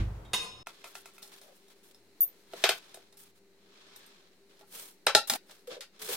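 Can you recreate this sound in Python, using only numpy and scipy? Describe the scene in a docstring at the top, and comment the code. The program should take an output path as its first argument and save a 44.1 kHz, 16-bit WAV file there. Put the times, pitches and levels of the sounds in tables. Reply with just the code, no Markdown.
"""A kitchen worktop in a hard-walled room: a heavy dish has just been set down, booms, and a knife clinks on it.
After a short near-silent splice the work runs in time-lapse, its sounds about four times higher and shorter:
the knife saws, taps and squeals, crockery knocks and slides, a cupboard door bumps, over an appliance's hum.
Clicks and noise bursts ring damped modes, filtered noise rubs, sines squeal and bump, decaying noise echoes."""
import sys
import numpy as np
from scipy import signal
from scipy.fft import rfft, irfft
from scipy.io import wavfile
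from scipy.ndimage import uniform_filter1d

SR = 44100
rng = np.random.default_rng(int(sys.argv[2]) if len(sys.argv) > 2 else 0)


def waveform_to_disk(signal):
    """Save audio, clipped to [-1, 1], as 16-bit WAV at the path in sys.argv[1]."""
    frames = np.transpose(np.atleast_2d(signal))
    scaled = np.clip(frames, -1, 1) * 32767
    samples = np.round(scaled).astype(np.int16)
    wavfile.write(sys.argv[1], SR, samples)


def magnitude_from_level(level_db):
    """Linear magnitude for a level in decibels (20 dB per decade)."""
    exponent = np.asarray(level_db, float) / 20
    return 10 ** exponent


N = 271865
T = np.arange(N) / SR

# Modes of crockery on the worktop. Each row: frequency in Hz, relative level in dB, t60 in s.
CROCKERY = [(181.2, -5.5, 0.046), (414.5, -8, 0.034), (636, -4, 0.025), (790, -0.5, 0.025),
            (806, 5.5, 0.03), (856.6, 1.5, 0.023), (1361, -4, 0.048), (1400, -1, 0.012), (1800, -7, 0.02),
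            (1990, -15, 0.015), (2740, -8, 0.024), (2884, -11, 0.02), (3410, -7, 0.012), (3800, 0, 0.026),
            (4145, -0.5, 0.028), (5070, -3.5, 0.048)]
# Modes of the glazed plate. Each row: frequency in Hz, relative level in dB, t60 in s.
PLATE = [(8450, 1, .012), (8850, 3, .012), (11650, 2, .008), (13650, -1, .014), (13950, -1, .016)]
# Bright blade taps, all of one colour. Each row: start in s, relative level in dB.
TAPS = [(1.228, -38), (1.2757, -43.5), (1.4135, -44.5), (1.6826, -52), (1.9457, -50.5), (2.9436, -37),
        (3.1247, -48.5), (3.171, -53.5), (3.9597, -44.5), (4.0621, -56), (5.2786, -38), (5.5915, -55)]
# Three bands: thump or drag, crack or rub, tick or hiss. Each row: low edge in Hz, high edge in Hz.
BANDS_HZ = [(400, 1150), (1150, 5700), (7000, 18000)]


def knocks():
    """Knocks and taps, direct at two ports and as one feed for the room; the walls return more crack than ring."""
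    # Crockery knocks. Each row: start in s, relative level in dB, then thump, tick and echo in dB against it.
    knock_rows = [(0.6695, -25, 6.5, 0.5, -4), (0.8418, -30.5, 5.5, -3, 3), (0.9525, -26, 2.5, -3.5, -1),
                  (1.057, -35.5, 5, 4.5, 0.5), (1.1806, -37, -6, -27.5, 3.5), (2.5346, -30, 11, -39.5, -2),
                  (2.639, -2, -4.5, -23, 2.5), (2.6912, -3, -7, -23, -0.5), (2.9721, -45, 12.5, -21, -3),
                  (4.6096, -50.5, 18, -24, 7.5), (5.0676, -1.5, 3, -21.5, -0.2),
                  (5.1494, 4, 0.5, -19.5, 5.5), (5.2978, -6, -10, 3.5, -4.5),
                  (5.3357, -16, -0.5, 7.5, -21.5), (5.495, -42, 5, -33, 6.5),
                  (5.8069, -32.5, -29.5, -4, 10.5)]
    tap_thump_db, tap_tick_db, tap_echo_db = 3, 6, 2
    rows = knock_rows + [(*tap, tap_thump_db, tap_tick_db, tap_echo_db) for tap in TAPS]
    s, level_db, thump_db, tick_db, echo_db = np.transpose(rows)
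    parts_db = level_db + np.array([thump_db, 0 * s, tick_db])
    chatter_s, click_s = 0.0032, 0.00002

    near = struck_dishes(s, parts_db, chatter_s, crack_db=6.5, ring_db=-19)
    near = near + caught_rim(0, chatter_s)
    far = struck_dishes(s, parts_db + echo_db, click_s, crack_db=9.5, ring_db=-24.5)
    far = far + caught_rim(3, click_s)
    blade = magnitude_from_level(-5.0) * blade_taps()
    near, far = near + blade, far + blade

    # the worktop lies to the right: the left port hears it later, its middle weaker
    left = np.roll(near, 2)
    return np.array([left - 0.5 * band(left, 510.0, 1700.0), near]), far


def struck_dishes(s, parts_db, chatter_s, crack_db, ring_db):
    """Thump, crack and tick of each blow, the modes they ring, and a deep thud of the worktop."""
    # The dish under the blade. Each row: frequency in Hz, relative level in dB, t60 in s.
    dish_modes = [(704, -3, 0.028), (900, -6, 0.038), (1370, -2, 0.046), (2070, 0, 0.016),
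                  (2600, 1.5, 0.021), (3620, -9, 0.015), (5460, -3, .012)]
    # The plate fetched to the worktop. Each row: frequency in Hz, relative level in dB, t60 in s.
    plate_modes = [(177, -6.5, 0.038), (384.5, 1, 0.058), (483, -5.5, 0.065), (669, 4.5, 0.028),
                   (890, -12.5, 0.072), (1408, -7.5, 0.036), (1740, -5.5, 0.011), (2055, -5, .02),
                   (2340, -22, 0.013), (2430, -6, 0.022), (2720, 1.5, 0.011), (3030, 2, 0.012),
                   (3873, 3, 0.015), (4300, -1, 0.017)]
    # Start and end in s of the blows that ring that plate.
    plate_start_s, plate_end_s = (2.5, 3.0)
    cutting_ends_s, tick_top_hz = 1.2, 13100
    on_plate = (T > plate_start_s) & (T < plate_end_s)
    cutting = T < cutting_ends_s

    contact = blows(s, magnitude_from_level(parts_db), chatter_s)
    click = np.abs(blows(s, magnitude_from_level(parts_db), .00002))
    modes = ring(click * ~(cutting | on_plate), CROCKERY)
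    modes = modes + ring(click * cutting, dish_modes) + ring(click * on_plate, plate_modes)
    low, middle, high = magnitude_from_level(crack_db) * contact + magnitude_from_level(ring_db) * modes
    thud = magnitude_from_level(-8) * band(click[0], 23.0, 260.)
    return thud + three_bands(low, middle, band(high, 1300, tick_top_hz))


def caught_rim(path_db, chatter_s):
    """Some blows catch the rim of the glazed plate and ring its bright modes."""
    # Each row: start in s, relative level in dB.
    rim_rows = [(2.5342, -54), (2.639, -30.5), (2.6891, -29), (3.169, -57), (3.962, -50.5), (4.061, -56.5),
                (5.064, -27), (5.2964, -41.5), (5.3354, -54.5)]
    s, level_db = np.transpose(rim_rows)
    return ring(blows(s, [magnitude_from_level(level_db + path_db)], chatter_s)[0], PLATE)


def blade_taps():
    """Very short contacts ring the blade."""
    # Each row: frequency in Hz, relative level in dB, t60 in s.
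    blade_modes = [(3660, -6, 0.02), (4250, -5, 0.0092), (5350, 1.5, 0.0087), (8800, -4, 0.011)]
    s, level_db = np.transpose(TAPS)
    return ring(blows(s, [magnitude_from_level(level_db)], chatter_s=0.00027)[0], blade_modes)


def rubbing():
    """Sawing, scrapes and slides: dense uneven grains of friction that make the crockery hum along a little."""
    # Broad ring of blade and dish while rubbed. Each row: frequency in Hz, relative level in dB, t60 in s.
    rub_modes = [(3550, 0.5, 0.0055), (4030, 0.5, 0.0053)]
    low_hz, middle_hz, high_hz = BANDS_HZ
    gains = rub_gains()
    grains = ports(rng.standard_normal((2, N)), 430.0) * magnitude_from_level(1.2 * walk(46) + 2.0 * walk(280))
    body = grains + magnitude_from_level(-38) * ring(grains, CROCKERY)
    rub = -band(body + magnitude_from_level(-18) * ring(grains, rub_modes), *middle_hz)
    drag = band(body, 190.0, low_hz[1])
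    hiss = band(body + magnitude_from_level(-26.5) * ring(grains, PLATE), *high_hz)
    out = drags(grains)
    for gain, x in zip(gains, [rub, drag, hiss]):
        out = out + gain * x / np.sqrt(np.mean(x ** 2))
    return out


def rub_gains():
    """Gains of rub, low drag and hiss: slow slides swell and sink, strokes start suddenly and fade."""
    # Slides and rustles, and a swell that trails the knock near 2.7 s. Each row: peak time, rise and fall in s,
    # rub level in dB, hiss above rub in dB.
    swell_rows = [(.75, 0.59, 1, -61.5, -15), (1.35, 0.67, 1, -68.5, -4.5), (2.25, 0.16, 0.56, -70, -4.5),
                  (2.625, 0.15, 0.11, -48.5, -9), (2.769, 0.029, 0.51, -60, -13),
                  (3.948, 0.5, 0.55, -58.5, -44.5), (4.02, 0.055, 0.25, -82, 6),
                  (4.788, 0.13, 0.18, -52, 5), (5.512, 0.081, 0.18, -63, -3),
                  (5.715, 0.023, 0.085, -43.5, -23), (5.969, 0.059, 0.084, -62.5, -29)]
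    # Blade strokes and short scrapes. Each row: start and length in s, rub level in dB, hiss above rub in dB.
    stroke_rows = [(0.67, 0.036, -55.5, -28), (0.862, 0.061, -64, 4.5), (0.944, 0.075, -66, 9.5),
                   (1.08, 0.024, -69.5, 3.5), (1.135, 0.029, -71.5, 9.5), (1.181, 0.014, -67.5, 12),
                   (1.221, 0.046, -58.5, 3), (1.319, 0.033, -53.5, -3.5), (1.361, 0.032, -57, -3),
                   (1.417, 0.062, -60, -1), (1.551, 0.027, -78, 13), (1.701, 0.03, -64, -4),
                   (1.832, 0.069, -68.5, 4), (1.91, 0.0089, -62.5, -2), (2.655, 0.13, -49.5, -5.5),
                   (2.939, 0.098, -70, -7), (3.173, 0.066, -64.5, 9.5), (3.239, 0.069, -66, 0),
                   (3.353, 0.036, -68.5, -1), (4.495, 0.11, -66, -11.5), (4.592, 0.026, -60.5, -4),
                   (5.274, 0.013, -45.5, 8), (5.298, 0.062, -38.5, 0.5), (5.508, 0.019, -54, -4),
                   (5.673, 0.025, -53, -2), (5.993, 0.025, -49, -4), (6.017, 0.3, -46.5, 2.5),
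                   (6.087, 0.065, -39, 1)]
    drag_db = -9  # against the rub
    swell_db = -29  # one rise or fall time away from the peak
    stroke_fade_db, release_db_per_s = -3, -1500.

    def power(rub_db, hiss_db):
        return magnitude_from_level(np.add.outer([0, drag_db, hiss_db], rub_db)) ** 2

    total = np.zeros((3, N))
    for peak, rise, fall, rub_db, hiss_db in swell_rows:
        away = np.where(T < peak, (peak - T) / rise, (T - peak) / fall)
        total += power(rub_db + swell_db * away ** 2, hiss_db)
    for start, length, rub_db, hiss_db in stroke_rows:
        along = (T - start) / length
        fade_db = stroke_fade_db * along.clip(0, 1)
        release_db = release_db_per_s * length * (along - 1).clip(0)
        total += power(rub_db + fade_db + release_db, hiss_db) * (along >= 0)
    return np.sqrt(uniform_filter1d(total, int(0.0032 * SR), axis=1).clip(0))


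def drags(grains):
    """The foot of a dish judders in one low resonance while it is pulled along."""
    # Each row: start in s, length in s, level in dB, resonance in Hz.
    drag_rows = [(1.414, 0.12, -62.5, 615), (2.967, 0.036, -67, 655), (5.298, 0.071, -44.5, 727),
                 (5.316, 0.0424, -51.5, 278), (5.689, 0.027, -48.5, 480), (5.708, 0.078, -55, 620)]
    out = 0
    for start, length, db, hz in drag_rows:
        tone = band(grains, 0.82 * hz, 1.15 * hz)
        gate = uniform_filter1d(1. * (T >= start) * (T < start + length), int(0.0021 * SR))
        out = out + magnitude_from_level(db) * gate * tone / np.sqrt(np.mean(tone ** 2))
    return out


def squeal():
    """The blade squeals on the glaze: a stick-slip whistle on a high plate mode, gripping and slipping in bursts."""
    # One row: start in s, length in s, frequency in Hz, relative level in dB.
    start, length, hz, db = (2.205, .036, 13900, -18)
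    bursts_per_s = 95
    swell = np.interp(T - start, [0, .003, length, length + .004], [0, 1, .5, 0])
    wander_rad = .1 * np.cumsum(rng.standard_normal(N))
    bursts = np.abs(np.cos(np.pi * bursts_per_s * (T - start - .004))) ** .5
    whistle = magnitude_from_level(db) * swell * bursts * np.sin(2 * np.pi * hz * T + wander_rad)
    return band(band(whistle, 13200, 14600), 12000, 15000)


def bumps():
    """Soft pushes on a hollow door panel: sines under bell-shaped envelopes."""
    # Each row: centre time in s, peak level in dB, frequency in Hz, length between 1/e points in s.
    bump_rows = [(5.683, -36.5, 495, 0.011), (5.723, -41, 450, 0.0024), (5.77, -40.5, 509, 0.006),
                 (6.04, -50.5, 436, 0.066), (6.084, -45, 431, 0.0081), (6.095, -32.5, 458, 0.006)]
    out = 0
    for s, db, hz, length in bump_rows:
        envelope = np.exp(-((T - s) / (length / 2)) ** 2)
        out = out + magnitude_from_level(db) * envelope * np.sin(2 * np.pi * hz * T)
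    return out


def natural_speed():
    """The boom dies away, the knife clinks on the dish, the room rings on over still air."""
    # Air spectrum. Each row: frequency in Hz, relative level in dB per Hz.
    slow_air = [(18, -30), (30, -9.5), (164, -11), (208, -20), (237, -19.5), (399, -16.5), (996, -22),
                (2490, -35), (3880, -39.5), (15500, -50)]
    clink, singing = clinks()
    air = magnitude_from_level(-46.5) * ports(shaped(slow_air, N), 430.0)
    return boom() + clink + magnitude_from_level(5.5) * singing + magnitude_from_level(-1.0) * room(clink, speed=0.94) + air


def boom():
    """Worktop and cabinet modes boom after the dish lands, with a dying noise rattle."""
    # Each row: frequency in Hz, relative level in dB, t60 in s.
    boom_modes = [(51.4, -23.5, 0.65), (81, -31.5, 0.68), (100.6, -26.5, 0.64), (121.3, -33.5, 0.79),
                  (180, -39.5, 0.62), (226, -36, 0.19), (325, -40, 0.31)]
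    start = np.zeros(N)
    start[0] = 1
    rattle_t60_s = 0.27
    rattle = band(rng.standard_normal((2, N)), 130.0, 3000.0) * np.exp(-np.log(1000) * T / rattle_t60_s)
    port_gains = magnitude_from_level(np.array([[-.6], [.4]]))
    return port_gains * ring(start, boom_modes) + magnitude_from_level(-34) * rattle


def clinks():
    """The knife chatters on the metal dish; only the first sharp touch rings the high modes."""
    # Each row: start in s, relative level in dB.
    clink_rows = [(0.249, -58.5), (.333, -23), (.337, -27.5), (.345, -28)]
    # The metal dish; a close pair swells and fades. Each row: frequency in Hz, relative level in dB, t60 in s.
    tin_modes = [(184, -15, 0.099), (450, -24, 0.11), (897, -5.5, 0.041), (910, -7.5, 0.03),
                 (1020, -4, 0.065), (1224, -10, 0.031), (1740, -30, 0.15), (1960, -22, 0.21),
                 (2170, -13, 0.048), (2510, -6, 0.047), (2860, 0, 0.023), (3056, -5.5, 0.054),
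                 (3070, -23, 0.26), (3260, -9, 0.07), (3720, 2, 0.039), (3683, -5.5, 0.1), (4310, -17, 0.2),
                 (5256, -20, 1.2), (5265, -27, 1.2), (5928, -27, .7), (5937, -31, .7), (4900, -32, 0.5),
                 (6202, -36, .4), (6660, -21.5, 0.65), (7160, -24, 0.09), (7870, -28, 0.28),
                 (8300, -26, 0.15), (8600, -28, 0.25), (8950, -26, 0.28), (9250, -11, 0.11),
                 (10500, -24, 0.16), (11600, -27, .16), (12300, -17, 0.15), (12500, -31, 0.13),
                 (13360, -31, 0.22)]
    # Many small dish modes. One row: lowest Hz, highest Hz, top relative level in dB, nominal t60 in s.
    lo_hz, hi_hz, db, t60 = (2002, 4401.5, -34, 0.5)
    high_from_hz, singing_from_t60_s = 4000, .65
    crowd = [(lo_hz + (hi_hz - lo_hz) * a, db - 8 * b, t60 * (.5 + 2 * c)) for a, b, c in rng.random((30, 3))]
    low = [m for m in tin_modes if m[0] < high_from_hz]
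    high = [m for m in tin_modes if m[0] > high_from_hz and m[2] < singing_from_t60_s]
    thin = [m for m in tin_modes if m[0] > high_from_hz and m[2] >= singing_from_t60_s]

    s, level_db = np.transpose(clink_rows)
    contact = blows(s, [magnitude_from_level(level_db)], chatter_s=0.0061)[0]
    touch = np.abs(blows(s[1:2], [magnitude_from_level(level_db[1:2])], .00002)[0])
    modes = ring(contact, low + crowd) + ring(touch, high)
    crack = band(band(contact, 400.0, 8100.0), 190.0, 14840.0)
    # the longest, thin tones are returned apart: they stay dry
    return magnitude_from_level(5.0) * modes + magnitude_from_level(28.5) * crack, ring(touch, thin)


def appliance():
    """Still air with narrow wavering bands of hum and a bass that comes and goes, mostly alike at both ports."""
    # Hum bands. Each row: centre in Hz, width in Hz, level in dB.
    hum_rows = [(395.4, 9.2, -70), (195, 40, -75), (107.2, 3.4, -85.5)]
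    # Air spectrum. Each row: frequency in Hz, relative level in dB per Hz.
    fast_air = [(41, -38), (70, -16), (199, -23), (249, -6), (401, -1), (449, -5.5), (661, -12), (908, -14),
                (1090, -18), (2150, -14.5), (3400, -21), (4150, -13.5), (4860, -20), (15800, -28)]
    hum = 0
    for hz, width, db in hum_rows:
        line = band(rng.standard_normal((2, N)), hz - width / 2, hz + width / 2)
        hum = hum + magnitude_from_level(db) * line / np.sqrt(np.mean(line ** 2))
    air = magnitude_from_level(-65.5 + 1.0 * walk(2.3)) * shaped(fast_air, N)
    bass = signal.sosfiltfilt(signal.butter(2, 140., fs=SR, output="sos"), air)
    bass_gain = magnitude_from_level(-3.5 + 3.6 * walk(7.5))
    return ports(hum + air + bass * (bass_gain - 1), 890.0)


def room(x, speed):
    """Diffuse echo of unit energy, each octave dying at its own rate."""
    # Each row: frequency in Hz, t60 in s, both at speed 1.
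    room_decay = [(150, 0.52), (800, 0.73), (1500, 0.4), (4000, 0.52), (15000, 0.3)]
    t = np.arange(int(.8 * SR / speed)) / SR
    hz, t60 = np.transpose(room_decay)
    tail = 0
    for centre in 60 * 2. ** np.arange(9):
        decay_s = np.interp(np.log(centre / speed), np.log(hz), t60) / speed
        noise = band(rng.standard_normal((2, len(t))), centre / np.sqrt(2), centre * np.sqrt(2))
        tail = tail + noise * np.exp(-np.log(1000) * t / decay_s)
    tail = ports(tail, 396.0 * speed) * np.clip(t * speed / 0.0037, 0, 1)
    tail = even(tail, fine=24, broad=400)
    tail = tail / np.sqrt(np.mean(np.sum(tail ** 2, axis=1)))
    return signal.fftconvolve(x[None], tail, axes=1)[:, :N]


def even(x, fine, broad):
    """Evens out the chance peaks and holes in the colour of a response with a causal filter."""
    spectrum = rfft(x, 2 * x.shape[1])
    power = np.log(uniform_filter1d(np.abs(spectrum) ** 2, fine) + 1e-12)
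    cepstrum = irfft((uniform_filter1d(power, broad) - power) / 2)
    # fold to minimum phase
    cepstrum[:, 1:x.shape[1]] *= 2
    cepstrum[:, x.shape[1] + 1:] = 0
    return irfft(spectrum * np.exp(rfft(cepstrum)))[:, :x.shape[1]]


def blows(times, gains, chatter_s):
    """Each contact is a short dying chatter of noise with unit energy before its gain, one row a part."""
    bite = 0.18  # the contact builds over this share of its chatter time
    t = np.arange(600) / SR
    envelope = np.exp(-t / chatter_s) * (1 - np.exp(-t / (bite * chatter_s)))
    chatter = rng.standard_normal((len(times), len(t))) * envelope
    chatter /= np.sqrt(np.sum(chatter ** 2, axis=1, keepdims=True))
    out = np.zeros((np.shape(gains)[0], N + len(t)))
    for k, s in enumerate(times):
        i = int(s * SR)
        out[:, i:i + len(t)] += np.outer(np.asarray(gains)[:, k], chatter[k])
    return out[:, :N]


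def ring(x, modes):
    """Damped resonators, neighbours in opposite phase; a unit click rings each at its dB."""
    out = 0
    for k, (hz, db, t60) in enumerate(modes):
        pole = np.exp(2j * np.pi * hz / SR - np.log(1000) / (t60 * SR))
        out = out + (-1) ** k * magnitude_from_level(db) * signal.lfilter([1], [1, -pole], x).imag
    return out


def three_bands(low, middle, high):
    """Joins three signals, each in its own band; the middle is turned over so that the seams add up."""
    return band(low, *BANDS_HZ[0]) - band(middle, *BANDS_HZ[1]) + band(high, *BANDS_HZ[2])


def band(x, lo_hz, hi_hz):
    """Butterworth band-pass."""
    return signal.sosfilt(signal.butter(2, [lo_hz, min(hi_hz, .45 * SR)], "band", fs=SR, output="sos"), x)


def shaped(spectrum, size):
    """Two channels of noise, rms 1 overall, with a (Hz, dB) spectrum."""
    hz, db = np.transpose(spectrum)
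    bins_hz = np.arange(size // 2 + 1) * SR / size + 1
    gain = magnitude_from_level(np.interp(np.log(bins_hz), np.log(hz), db))
    x = irfft(rfft(rng.standard_normal((2, size))) * gain, size)
    return x / np.sqrt(np.mean(x ** 2))


def walk(rate):
    """Random levels held 1 / rate s and smoothed."""
    k = int(SR / rate)
    return uniform_filter1d(np.repeat(rng.standard_normal(N // k + 1), k), k)[:N]


def ports(x, alike_hz):
    """Two nearby microphone ports: mostly alike in the bass, unrelated above."""
    bass = signal.sosfiltfilt(signal.butter(1, alike_hz, fs=SR, output="sos"), x)
    return x - bass + bass[0] + .3 * bass[1] * np.array([[1], [-1]])


def scene():
    """Natural speed, a near-silent splice, then time-lapse."""
    # Start and end of the splice in s.
    cut_s, resume_s = (0.6285, .661)
    direct, distant = knocks()
    whistle, panel = squeal(), bumps()
    echoes = room(distant + magnitude_from_level(-2.5) * whistle + magnitude_from_level(4.5) * panel, speed=4)
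    echoes[0] -= 0.3 * band(echoes[0], 380.0, 1700.0)  # the cabinet shades the left port
    whistle_ports = np.array([np.roll(whistle, 1), whistle])
    fast = direct + magnitude_from_level(4.0) * whistle_ports + panel + echoes + rubbing() + appliance()
    fade_out = np.interp(T, [0, cut_s - .1, cut_s, cut_s + 0.0032], [0.85, 0.28, 0.35, 0.0099])
    fade_in = np.clip((T - resume_s) / 0.0017, 0, 1)
    return fade_out * natural_speed() + fade_in * fast


def top_cut(x):
    """Nothing passes above the cut-off."""
    return signal.sosfilt(signal.butter(12, 16490, fs=SR, output="sos"), x)


def record(dry):
    """A phone microphone with a cut top and a slight converter offset."""
    top = signal.ellip(8, .2, 60, 16100, fs=SR, output="sos")
    mix = signal.sosfilt(top, dry) - .0005
    return top_cut(mix)


dry = scene()
out = record(dry)
waveform_to_disk(out)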